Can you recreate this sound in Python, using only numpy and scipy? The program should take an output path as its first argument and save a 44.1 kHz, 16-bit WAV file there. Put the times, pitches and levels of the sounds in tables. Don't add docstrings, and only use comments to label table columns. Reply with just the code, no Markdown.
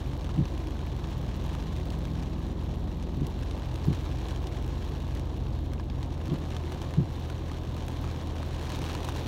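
import sys
import numpy as np
from scipy import signal
from scipy.fft import rfft, irfft
from scipy.io import wavfile

SR = 44100
rng = np.random.default_rng(int(sys.argv[2]) if len(sys.argv) > 2 else 0)


def log_audio(samples):
    frames = np.atleast_2d(samples).T
    limited = np.clip(frames, -1, 1)
    pcm = np.round(limited * 32767).astype(np.int16)
    wavfile.write(sys.argv[1], SR, pcm)


N = 408807
TIME = np.arange(N) / SR
SMOOTH_FOLLOWS = 0.56
# f/Hz, level/dB
GLASS = [(200, -9.5), (500, -7), (1000, 5.5), (1400, -1), (1700, 2), (1980, -2.5), (2350, 0.5), (3700, 0.5),
         (4400, -2.5), (4950, -7), (5900, -6), (7700, -15), (9400, -16), (10500, -23), (15500, -26)]


def windshield(shower_db, drops_per_s=1400, spots=8, patter_db=-53.5, spray_db=-69):
    # f/Hz, level/dB
    spray_colour = [(500, -25), (3000, 7), (6500, -0.5), (9500, -5), (10500, -2), (11300, 2), (13000, -3),
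                    (15800, -1)]
    rate = drops_per_s / spots * undb(.3 * shower_db)
    due = np.cumsum(rate) / SR
    clicks = sum(convolve(drops(due, spread_db=7, largest_db=21.5),
                          impact(ring_t60=.012, ring_db=1, cabin_t60=.064, cabin_db=0))
                 for _ in range(spots))
    clicks = clicks / np.sqrt(rate)
    fall_db = shower_db + .5 * walk(9)
    patter = coloured(clicks, GLASS) * undb(patter_db + fall_db)
    bursts = sum(convolve(drops(.8 * due, spread_db=6, largest_db=28),
                          impact(ring_t60=.01, ring_db=3, cabin_t60=.05, cabin_db=-7))
                 for _ in range(spots // 4))
    return patter + coloured(bursts, spray_colour) * undb(spray_db + .75 * fall_db)


def roof(shower_db, drops_per_s=1500, spots=7, level_db=-45):
    # f/Hz, level/dB
    roof_colour = [(150, -12), (250, 3.5), (320, 4.5), (400, -1), (520, -.5), (640, -1), (730, .3),
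                   (800, -3.2), (875, 1), (950, -4.5), (1120, -5), (1400, -15.5), (2000, -24),
                   (12000, -81.5)]
    due = TIME * drops_per_s / spots
    hits = sum(convolve(drops(due, spread_db=3.5, largest_db=12),
                        impact(ring_t60=.018, ring_db=-.5, cabin_t60=.089, cabin_db=-4))
               for _ in range(spots))
    return coloured(hits, roof_colour) * undb(level_db + .57 * shower_db)


def heavy_drops(gain_db=1, onset_offset_s=.0004):
    # t/s, click peak before gain/dB, brightness/dB, body/dB, ring f/Hz
    taps = [(0.2446, -36, -21, -6, 3610), (0.2914, -35.5, -26, -1, 1390), (0.4547, -33, -31, -8.5, 1630),
            (0.6714, -34.5, -24, -8, 3370), (1.042, -34.5, -41, -3, 1310), (1.5504, -34, -22, -2, 1300),
            (1.9031, -34.5, -22, -15, 3560), (2.053, -32, -25, -8.5, 1689), (2.2263, -37.5, -27, -12, 1250),
            (3.026, -36, -22, -16, 1650), (3.268, -29.5, -12, -16, 2590), (3.425, -37, -26, -8, 1610),
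            (3.5105, -34, -27, -13, 1640), (3.7574, -34.5, -24, -14, 1260), (3.929, -33, -17, -8, 2220),
            (4.0628, -36, -32, -6, 1360), (4.2847, -33, -23, -16, 2550), (4.4706, -31, -23, -10, 3010),
            (5.15, -37, -25, -15, 1300), (5.196, -36.5, -18, -10, 1300), (5.7344, -34.5, -18, -7, 1650),
            (5.7973, -37, -33, -5.5, 1640), (5.8995, -35, -33, -14, 3730), (6.0292, -33.5, -25, -12, 2030),
            (6.299, -37.5, -38, -10, 3500), (6.566, -30, -27, -9, 1250), (6.7201, -33.5, -19, -5, 3560),
            (6.817, -30.5, -23, -13, 1580), (6.938, -30.5, -24, -6, 2150), (7.2995, -35, -20, -7, 1490),
            (7.5153, -35, -24, -6, 1250), (7.766, -34.5, -16, -5, 1260), (7.8822, -30, -17, -9, 1680),
            (8.0418, -35, -25, -1, 1320), (8.076, -35.5, -27, -4, 1320), (8.4292, -32.5, -25, -2, 1270),
            (8.7194, -32, -20, -12, 2200), (8.747, -29.5, -24, -9, 3750), (8.8179, -32, -21, -9, 1340),
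            (8.8978, -30.5, -30, -8, 1290), (8.9504, -29, -24, -4, 2920), (9.0485, -31, -18, -11, 2990),
            (9.0875, -26, -19, -5, 1480)]
    out = np.zeros(N + SR)
    for s, db, bright_db, body_db, ring_hz in taps:
        tap = splat(bright_db, body_db, ring_hz)
        start = int((s + onset_offset_s) * SR)
        out[start:start + len(tap)] += tap * undb(db + gain_db)
    return out[:N]


def fat_drops(shower_db, drops_per_s=9, level_db=-40.5, low_hz=1400, high_hz=3800, count=6):
    due = np.cumsum(drops_per_s / count * undb(2.2 * shower_db)) / SR
    spots = [splat(bright_db=-19.5, body_db=-9, ring_hz=hz) for hz in np.linspace(low_hz, high_hz, count)]
    hits = sum(convolve(drops(due, spread_db=.5, largest_db=5), spot) for spot in spots)
    return hits * undb(level_db + shower_db)


def splat(bright_db, body_db, ring_hz, tone_t60=.021, tone_share=.058, click_hz=1200):
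    spot = impact(ring_t60=.011, ring_db=2.5, cabin_t60=.057, cabin_db=-2.5)
    t = np.arange(len(spot)) / SR
    spot = spot + tone_share * np.sin(2 * np.pi * ring_hz * t) * undb(-60 * t / tone_t60)
    tint = [(200, body_db + 8), (700, body_db + 12.5), (1600, body_db + 8.5),
            (3200, 0), (5000, 0), (11000, bright_db + 27.5)]
    tap = convolve(convolve(spot, response(GLASS)), response(tint, size=512))
    click = signal.sosfilt(signal.butter(4, click_hz, "highpass", fs=SR, output="sos"), tap)
    return tap / np.abs(click).max()


def impact(ring_t60, ring_db, cabin_t60, cabin_db, size=3072):
    t = np.arange(size) / SR
    ring = rng.standard_normal(size) * undb(-60 * t / ring_t60)
    tail = rng.standard_normal(size) * undb(-60 * t / cabin_t60)
    panel = (t == 0) + undb(ring_db) * ring / np.linalg.norm(ring)
    return panel + undb(cabin_db) * tail / np.linalg.norm(tail)


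def drops(due, spread_db, largest_db, size=8000):
    wait, weight, side = rng.random((size, 3)).T
    hit = np.searchsorted(due, np.cumsum(-np.log(1 - wait)))
    size_db = -spread_db * np.log(1 - weight * (1 - np.exp(-largest_db / spread_db)))
    out = np.zeros(N + 1)
    out[hit] = undb(size_db) * np.sign(side - .5)
    return out[:N]


def plips(shower_db, level_db=-62.5, low_hz=1500, high_hz=4700, cycles=2.4, count=1100, size=400):
    when, pitch, weight = rng.random((count, 3)).T[:, :, None]
    turns = (low_hz + (high_hz - low_hz) * pitch) * np.arange(size) / SR
    size_db = -4 * np.log(1 - .98 * weight)
    grains = undb(size_db) * np.sin(2 * np.pi * turns) * np.exp(-turns / cycles)
    places = (when * N).astype(int) + np.arange(size)
    ringing = np.bincount(places.ravel(), grains.ravel(), N)[:N]
    return unit(ringing) * undb(level_db + SMOOTH_FOLLOWS * shower_db)


def wash(shower_db, level_db=-62):
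    # f/Hz, level/dB
    wash_colour = [(500, -19), (1900, -9), (2300, -2.5), (2800, -4.5), (3600, 3.5), (4350, -1.5),
                   (4950, -17.5), (6000, -11), (7800, -23), (10500, -22), (12500, -15), (15800, -23)]
    hiss = coloured(rng.standard_normal(N), wash_colour)
    return hiss * undb(level_db + SMOOTH_FOLLOWS * shower_db + 1.6 * walk(13))


def wipers(outward_s=.697):
    # t/s of the flip at the far end, gain/dB
    sweeps = [(.377, 0.5), (3.872, 0), (6.973, 1)]
    # delay t/s, length t/s, level/dB, first f/Hz, last f/Hz, harshness/dB
    start_judder = [(0, .035, -27, 130, 124, 2), (0.033, .05, -22.8, 174.7, 111, 3.5)]
    flip_judder = [(0, .032, -15, 144.2, 163, -2), (.023, .036, -20.5, 173, 124, -2.5),
                   (.047, .028, -23.5, 104, 85, -2)]
    out = np.zeros(N + SR)
    for flip_s, sweep_db in sweeps:
        for s, bursts in ((flip_s - outward_s, start_judder), (flip_s, flip_judder)):
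            for delay, length, db, first_hz, last_hz, harsh_db in bursts:
                thump = judder(length, first_hz, last_hz, harsh_db) * undb(sweep_db + db)
                start = int((s + delay) * SR)
                if start >= 0:
                    out[start:start + len(thump)] += thump
    return out[:N]


def judder(length, first_hz, last_hz, harsh_db, knock_db=-15, skew=.74):
    # multiple of the slip rate, level/dB
    partials = [(.5, -21), (1, -0.5), (1.5, -14), (2, -16), (2.5, -22)]
    # f/Hz, level/dB
    linkage_colour = [(30, -26), (70, 4.5), (200, 0), (340, 4.5), (450, -27), (900, -33), (4000, -82)]
    progress = np.linspace(0, 1, int(length * SR))
    phase = 2 * np.pi * np.cumsum(first_hz + (last_hz - first_hz) * progress) / SR
    rubber = sum(undb(db + harsh_db * (k != 1)) * np.sin(k * phase) for k, db in partials)
    knock = coloured(rng.standard_normal(SR // 4), linkage_colour)[-len(phase):]
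    return np.sin(np.pi * progress ** skew) * (rubber + undb(knock_db + harsh_db) * knock)


def own_engine(firing_hz=40):
    # multiple of the firing rate, rms level/dB
    orders = [(1, -43), (2, -36.5), (3, -50.5), (4, -53.5)]
    return harmonics(firing_hz, orders, waver_db=1, slip_rad=.09)


def neighbouring_engine():
    # t/s, firing f/Hz, level/dB
    course = [(0, 55.6, -37), (5.5, 55.55, -36), (6.1, 55.5, -39), (6.4, 54, -51), (9.27, 52.5, -44)]
    hz, db = curves(course)
    return harmonics(hz, [(1, .0057)], waver_db=.4, slip_rad=.06) * undb(db)


def leaving_vehicle():
    # t/s, firing f/Hz, level/dB
    course = [(.8, 38.1, -53), (1.2, 38.5, -46), (2.1, 40.4, -41.5), (3.2, 43.16, -43), (3.8, 44, -70)]
    # multiple of the firing rate, relative level/dB
    orders = [(3, -3.5), (4, .5), (5, -3.5), (6, -8.5), (7, -12.5), (8, -14)]
    hz, db = curves(course)
    return harmonics(hz, orders, waver_db=.9, slip_rad=.19) * undb(db)


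def cabin_hum(hum_hz=123.55, level_db=-45):
    return harmonics(hum_hz, [(1, level_db)], waver_db=3.5, slip_rad=.78)


def street(level_db=-38):
    # f/Hz, level/dB
    cabin_colour = [(15, -18.5), (28, -17), (42, -3.5), (62, -3), (100, -3), (126, 1), (148, -1), (175, -7),
                    (205, -7.5), (330, -7.5), (430, -16), (600, -21), (1100, -31.5), (6000, -87)]
    rumble = coloured(rng.standard_normal(N), cabin_colour, size=16384)
    return rumble * undb(level_db + .5 * walk(2.67))


def harmonics(hz, orders, waver_db, slip_rad):
    phase = 2 * np.pi * np.cumsum(hz * np.ones(N)) / SR
    return sum(np.sqrt(2) * undb(db + waver_db * walk(9))
               * np.sin(k * phase + slip_rad * walk(7) + rng.uniform(0, 2 * np.pi)) for k, db in orders)


def response(points, size=4096):
    hz, db = np.transpose(points)
    bins = np.maximum(np.arange(size // 2 + 1) * SR / size, 1)
    cepstrum = irfft(np.log(undb(np.interp(np.log(bins), np.log(hz), db))))
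    cepstrum[1:size // 2] *= 2
    cepstrum[size // 2 + 1:] = 0
    return irfft(np.exp(rfft(cepstrum)))


def convolve(x, h):
    return signal.oaconvolve(x, h)[:len(x)]


def coloured(x, colour, size=4096):
    return unit(convolve(x, response(colour, size)))


def curves(table):
    s, *columns = np.transpose(table)
    return [np.interp(TIME, s, c) for c in columns]


def walk(rate):
    knots = 1.2 * rng.standard_normal(int(N / SR * 20) + 2)
    return np.interp(TIME * rate, np.arange(len(knots)), knots)


def undb(db):
    return np.exp(np.asarray(db) * (np.log(10) / 20))


def unit(x):
    return x / np.sqrt(np.mean(x ** 2))


def scene():
    # t/s, level/dB
    shower = [(0.0, -55.5), (1.65, -53.5), (3.15, -57.5), (3.9, -53.5), (4.35, -52.5), (5.4, -56.0),
              (5.85, -61.0), (6.0, -55.0), (6.15, -56.5), (6.3, -52.0), (6.6, -54.5), (6.9, -52.5),
              (7.05, -57.0), (7.2, -53.5), (7.65, -54.5), (8.55, -51.5), (8.7, -48.0), (9.27, -48.0)]
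    usual_db = -54.5
    shower_db = curves(shower)[0] - usual_db
    rain = windshield(shower_db) + plips(shower_db) + wash(shower_db) + roof(shower_db)
    rain += fat_drops(shower_db) + heavy_drops()
    machines = wipers() + own_engine() + neighbouring_engine() + leaving_vehicle()
    return (rain + machines + cabin_hum() + street())[None]


def record(dry, top_hz=15850):
    return signal.sosfilt(signal.ellip(10, .2, 70, top_hz, fs=SR, output="sos"), dry)


dry = scene()
out = record(dry)
log_audio(out)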